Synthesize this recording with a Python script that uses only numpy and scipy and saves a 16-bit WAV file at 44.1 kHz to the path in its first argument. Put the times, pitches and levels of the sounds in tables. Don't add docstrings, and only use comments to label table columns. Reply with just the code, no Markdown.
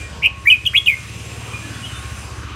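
import sys
import numpy as np
from scipy import signal
from scipy.io import wavfile
from scipy.ndimage import uniform_filter1d

SR = 44100
rng = np.random.default_rng(int(sys.argv[2]) if len(sys.argv) > 2 else 0)


def ratio_of_db(decibels):
    return 10 ** (np.asarray(decibels, float) / 20)


def dump_mix(stems):
    frames = np.atleast_2d(stems).T
    limited = np.clip(frames, -1, 1)
    pcm = np.round(limited * 32767).astype(np.int16)
    wavfile.write(sys.argv[1], SR, pcm)


N = 112454
T = np.arange(N) / SR

# centre_hz, density_db_per_hz
STREET_SPECTRUM = [(140, -4.5), (400, -10.5), (800, -16.5), (1150, -12), (1880, -14.5), (4480, -21),
                   (8000, -29.5), (15500, -57)]
# time_s, street_db, hiss_db
AIR_LEVELS = [
    (0, -37.5, -40),
    (.2, -37, -69),
    (.4, -43.5, -48),
    (.65, -43.5, -44.5),
    (1, -41, -39.5),
    (1.3, -37.5, -39),
    (1.8, -37, -40),
    (2.2, -37.5, -39),
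    (2.55, -37.5, -52),
]
# centre_hz, width_hz, level_db
HISS_BANDS = [(2570, 500, 5.5), (5090, 57, -9.5), (6196, 810, -1), (7420, 110, -4.5), (8510, 440, -3.5),
              (10100, 150, -11), (11200, 570, -13), (15130, 30, -29)]
# time_s, firings_so_far
FIRING_COUNT = [
    (-.03, 0),
    (.636, 10),
    (.697, 11),
    (.985, 16),
    (1.041, 17),
    (1.860, 32),
    (1.977, 34),
    (2.571, 43),
]
# centre_hz, width_hz, level_db
EXHAUST_MODES = [(68.8, 13.8, 2), (110.1, 20.3, 3.5), (133.5, 14, -14), (184.5, 15, -10.5),
                 (216.3, 11, -25), (360, 210, -14)]
# time_s, level_db, upper_mode_lean_db
ENGINE_LEVELS = [
    (0, -34, -6.5),
    (.3, -33.5, -4.5),
    (.7, -34.5, -0.5),
    (1, -37, 2),
    (1.25, -33.5, 0.5),
    (1.8, -35, 3),
    (2.05, -30, -2.5),
    (2.55, -31, -3),
]
# time_s, level_db
WHINE_LEVELS = [(0.0, -67), (0.01, -59), (0.41, -49.5), (0.68, -68), (0.75, -55.5), (0.97, -67),
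                (1.35, -56), (1.7, -64), (1.79, -52.5), (1.92, -62), (1.99, -51.5), (2.55, -59)]
# start_s, length_s, level_db
INSECT_CHIRPS = [
    (.38, .07, -57),
    (1.75, 0.18, -49),
    (1.937, 0.11, -45.5),
    (2.142, 0.14, -46.5),
    (2.316, .12, -52.5),
]
# start_s, length_s, from_hz, to_hz, peak_db
FAR_CALLS = [(-.04, .12, 2420, 2390, -32), (.02, .08, 1880, 1870, -41), (1.12, .05, 2650, 2550, -45),
             (1.525, .05, 2430, 2420, -29), (1.50, .12, 2450, 2400, -38), (1.61, .06, 1720, 1690, -41),
             (1.68, .04, 1780, 1720, -42), (1.72, .04, 1700, 1660, -43), (1.822, .04, 2920, 2920, -30),
             (1.845, .035, 3450, 2900, -30), (1.865, .08, 3100, 2880, -34), (1.95, .04, 2950, 3000, -37),
             (1.905, .11, 3620, 3550, -39), (1.72, .07, 3330, 3450, -41), (1.93, .014, 1550, 1250, -36),
             (1.95, .014, 1450, 1200, -38), (2.16, .03, 1500, 1300, -42)]
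# time_s, pitch_hz, peak_level_db
SONG_TRACKS = [
    [(.219, 1950, -28), (.225, 1900, -25), (.228, 2300, -13), (.233, 2380, -13), (.240, 2330, -5),
     (.255, 2400, -5), (.263, 2520, -2), (.268, 2400, -6), (.273, 2500, -7)],
    [(.452, 1500, -36), (.460, 2050, -18), (.464, 1930, -17), (.470, 2000, -18), (.472, 2280, -5),
     (.478, 2320, -3), (.488, 2440, -1.5), (.496, 2390, -4), (.4985, 2420, -5)],
    [(.4995, 2850, -5), (.503, 2960, -2.5), (.514, 2960, -2.5), (.518, 2580, -3), (.527, 2520, -1.5),
     (.533, 2510, -7), (.543, 2440, -4), (.546, 2420, -12), (.552, 2520, -16)],
    [(.652, 3750, -22), (.655, 3250, -19), (.657, 2500, -19), (.661, 2750, -15), (.665, 3380, -8),
     (.670, 3100, -8), (.676, 2880, -5), (.680, 2850, -10), (.682, 2850, -30)],
    [(.733, 1100, -26), (.740, 2350, -23), (.744, 1850, -18), (.753, 2380, -5), (.762, 2750, -4),
     (.767, 2900, -2), (.7705, 3350, -7), (.780, 3250, -4), (.788, 3280, -8)],
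    [(.859, 3850, -21), (.864, 2800, -17), (.870, 2720, -13), (.874, 3050, -4), (.880, 2550, -7),
     (.887, 2390, -3), (.898, 2340, -4), (.905, 2250, -11), (.943, 2080, -18)],]
# crest_s, rate_hz, pitch_flick_hz, trough_dip_0_1, crest_dip_0_1
TRILLS = [
    (.2420, 110, 520, .35, .3),
    (.488, 105, 15, 0, 0),
    (.503, 105, 20, 0, 0),
    (.666, 100, 10, .05, 0),
    (.7695, 135, 160, 0, 0),
    (.888, 100, 40, 0, 0),
]
# overtones_db, air_db
SEGMENT_TONE = [
    (-3, -7),
    (-2, -1),
    (-3, -5),
    (7, -5),
    (-2, -2),
    (1, 0),
]
OVERTONE_LEVELS = [-37, -43, -44, -42, -42]
# time_s, half_width_s, depth_0_1
AIRFLOW_CATCHES = [(.2312, .0012, .6), (.2378, .0012, .7), (.2495, .0006, .6), (.2555, .001, .4),
                   (.4805, .002, .35), (.4955, .003, .35), (.508, .0013, .95), (.5185, .002, .4),
                   (.5335, .003, .4), (.538, .0015, .6), (.5465, .0015, .5), (.756, .0015, .95),
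                   (.7623, .001, .95), (.7693, .0008, .85), (.771, .0006, .6), (.773, .0006, .6),
                   (.7765, .0015, .4), (.8765, .001, .75), (.8805, .0007, .7), (.8932, .0014, .95),
                   (.9043, .002, .9), (.912, .002, .4), (.9185, .0015, .6), (.926, .0015, .6),
                   (.934, .002, .75)]
# centre_hz, width_hz, level_db
BEAK_MODES = [(11000, 400, 0), (12100, 600, -3), (13200, 500, -11), (14600, 800, -11)]
# delay_s, level_db
WALL_ECHOES = [(.0043, -18), (.0095, -19), (.0170, -17)]
# centre_hz, width_hz, level_db
PORCH_MODES = [(2140, 7, 3), (2220, 8, 1), (2470, 9, -7), (2550, 8, -3), (2920, 10, -9), (3090, 12, -2),
               (3220, 11, 2), (3340, 10, -5)]


def to_rms(x, db):
    return x * ratio_of_db(db) / np.sqrt(np.mean(x ** 2))


def curve(table, index):
    a = np.array(table, float)
    return np.interp(T, a[:, 0], a[:, index])


def resonate(x, hz, width_hz):
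    return signal.lfilter(*signal.iirpeak(min(hz, .45 * SR), hz / width_hz, fs=SR), x)


def resonate_twice(x, hz, width_hz):
    return resonate(resonate(x, hz, width_hz), hz, width_hz)


def noise():
    return rng.standard_normal(N)


def walk(rate_hz):
    k = int(SR / rate_hz)
    held = np.repeat(rng.standard_normal(N // k + 1), k)
    return 1.602 * uniform_filter1d(uniform_filter1d(held, k), k)[:N]


def arch(start_s, length_s):
    return np.sin(np.pi * np.clip((T - start_s) / length_s, 0, 1))


def tone(hz):
    return np.sin(2 * np.pi * np.cumsum(hz) / SR)


def street(count):
    a = np.array(STREET_SPECTRUM)
    traffic = 0
    for hz in 150 * 2 ** np.arange(0, 6.7, 1 / 3):
        db = np.interp(np.log(hz), np.log(a[:, 0]), a[:, 1]) + 10 * np.log10(hz)
        flicker_db = 2.53 * walk(9.39)
        traffic = traffic + ratio_of_db(db + flicker_db) * to_rms(resonate_twice(noise(), hz, hz / 3.9), 0)
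    hiss = sum(ratio_of_db(0.5 * walk(3.07)) * to_rms(resonate(noise(), hz, width_hz), db)
               for hz, width_hz, db in HISS_BANDS)
    rumble = to_rms(resonate_twice(noise(), 85, 86), -47)
    puff = ratio_of_db(0.5 * np.cos(2 * np.pi * count))
    traffic = ratio_of_db(curve(AIR_LEVELS, 1)) * to_rms(traffic, 0)
    hiss = ratio_of_db(curve(AIR_LEVELS, 2)) * to_rms(hiss, 0)
    return puff * (traffic + hiss) + rumble


def whine():
    centre_hz, width_hz = 1093, 12.7
    return ratio_of_db(curve(WHINE_LEVELS, 1) + 10.0) * tone(centre_hz + width_hz * walk(29.62) / 2)


def insect():
    chirps = sum(ratio_of_db(db) * np.sqrt(arch(start_s, length_s)) for start_s, length_s, db in INSECT_CHIRPS)
    return chirps * tone(9400 + 6 * walk(20))


def engine(count):
    fired = np.diff(np.floor(count), prepend=-1) > 0
    strength = ratio_of_db(1 * rng.standard_normal(60))
    pulses = fired * strength[count.astype(int)]
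    lean_db = curve(ENGINE_LEVELS, 2)
    out = 0
    for k, (hz, width_hz, db) in enumerate(EXHAUST_MODES):
        mode = to_rms(resonate(resonate(pulses, hz, width_hz * 2), hz, width_hz), -7.0)
        mode_db = db + (lean_db if k else -lean_db)
        out = out + (-1) ** k * ratio_of_db(mode_db) * mode
    return ratio_of_db(curve(ENGINE_LEVELS, 1)) * out


def far_birds():
    out = 0
    for start_s, length_s, from_hz, to_hz, db in FAR_CALLS:
        hz = np.interp(T, [start_s, start_s + length_s], [from_hz, to_hz]) + 10 * walk(120)
        out = out + ratio_of_db(db + 1.3 * walk(90.4)) * arch(start_s, length_s) ** 1.46 * tone(hz)
    return out


def room(x, t60_s, damp):
    t = T[:SR // 2]
    tail = rng.standard_normal(len(t)) * ratio_of_db(-60 * t / t60_s) * np.clip(t / 0.0059, 0, 1)
    tail = signal.lfilter([1], [1, -np.clip(damp, 0, .9)], tail)
    return signal.fftconvolve(x, tail / np.sqrt(np.sum(tail ** 2)))[:N]


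def porch(near):
    early = sum(ratio_of_db(db) * np.roll(near, int(delay_s * SR)) for delay_s, db in WALL_ECHOES)
    tail = ratio_of_db(-23) * room(near, t60_s=0.36, damp=0.7)
    modes = sum(ratio_of_db(db) * resonate(near, hz, width_hz) for hz, width_hz, db in PORCH_MODES)
    return early + tail + modes


def breath():
    sos = signal.butter(6, 10600, "high", fs=SR, output="sos")
    air = signal.sosfilt(sos, noise())
    shaped = sum(ratio_of_db(db + 4.0 * walk(80.2)) * resonate(air, hz, width_hz) for hz, width_hz, db in BEAK_MODES)
    return to_rms(shaped, -36)


def overtones(hz, turn, top_db):
    top_db = top_db + 8 * (hz - 3000) / 1000
    out = 0
    for k, db in enumerate(OVERTONE_LEVELS, 2):
        bright_db = 8 * np.exp(-((k * hz - 10200) / 2500) ** 2)
        rasp = 1 + 0.9 * walk(700)
        out = out + ratio_of_db(db + top_db + bright_db) * rasp * np.sin(k * turn) * (k * hz < .4 * SR)
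    return out


def bird():
    song_db, shimmer_db, waver_hz, edge_s = -1, 1.04, 32, .002
    out = 0
    air = breath()
    flow = np.prod([1 - depth * np.exp(-((T - s) / half_s) ** 2) for s, half_s, depth in AIRFLOW_CATCHES], axis=0)
    segments = zip(SONG_TRACKS, TRILLS, SEGMENT_TONE)
    for track, (crest_s, rate_hz, flick_hz, low, high), (top_db, air_db) in segments:
        trill = .5 + .5 * np.cos(2 * np.pi * rate_hz * (T - crest_s))
        hz = uniform_filter1d(curve(track, 1), size=40) + flick_hz * trill ** 2 + waver_hz * walk(250)
        turn = 2 * np.pi * np.cumsum(hz) / SR
        attack = np.clip((T - track[0][0]) / edge_s, 0, 1)
        release = np.clip((track[-1][0] - T) / edge_s + 1, 0, 1)
        gate = attack * release
        dips = 1 - low * (1 - trill) ** 2 - high * trill ** 4
        gain = gate * ratio_of_db(song_db + curve(track, 2) + shimmer_db * walk(300)) * dips * flow
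        top = overtones(hz, turn, top_db)
        half_line = ratio_of_db(-40 + 8.2 * walk(38.8)) * np.sin(3 / 2 * turn)
        hissing = gate * ratio_of_db(-1.5) * gain ** 0.42 * ratio_of_db(air_db) * air
        out = out + gain * (np.sin(turn) + half_line + top) + hissing
    return out


def scene():
    count = curve(FIRING_COUNT, 1)
    near, far = bird(), far_birds()
    song = near + porch(near)
    far = far + ratio_of_db(-10) * room(far, t60_s=.35, damp=0.7)
    return (song + far + engine(count) + street(count) + whine() + insect())[None]


def top_cut(x):
    return signal.sosfilt(signal.butter(12, 15810, fs=SR, output="sos"), x)


def record(dry):
    x = signal.sosfilt(signal.butter(2, 45, "high", fs=SR, output="sos"), dry)
    mix = np.tanh(0.57 * x) / 0.55
    return top_cut(mix)


dry = scene()
out = record(dry)
dump_mix(out)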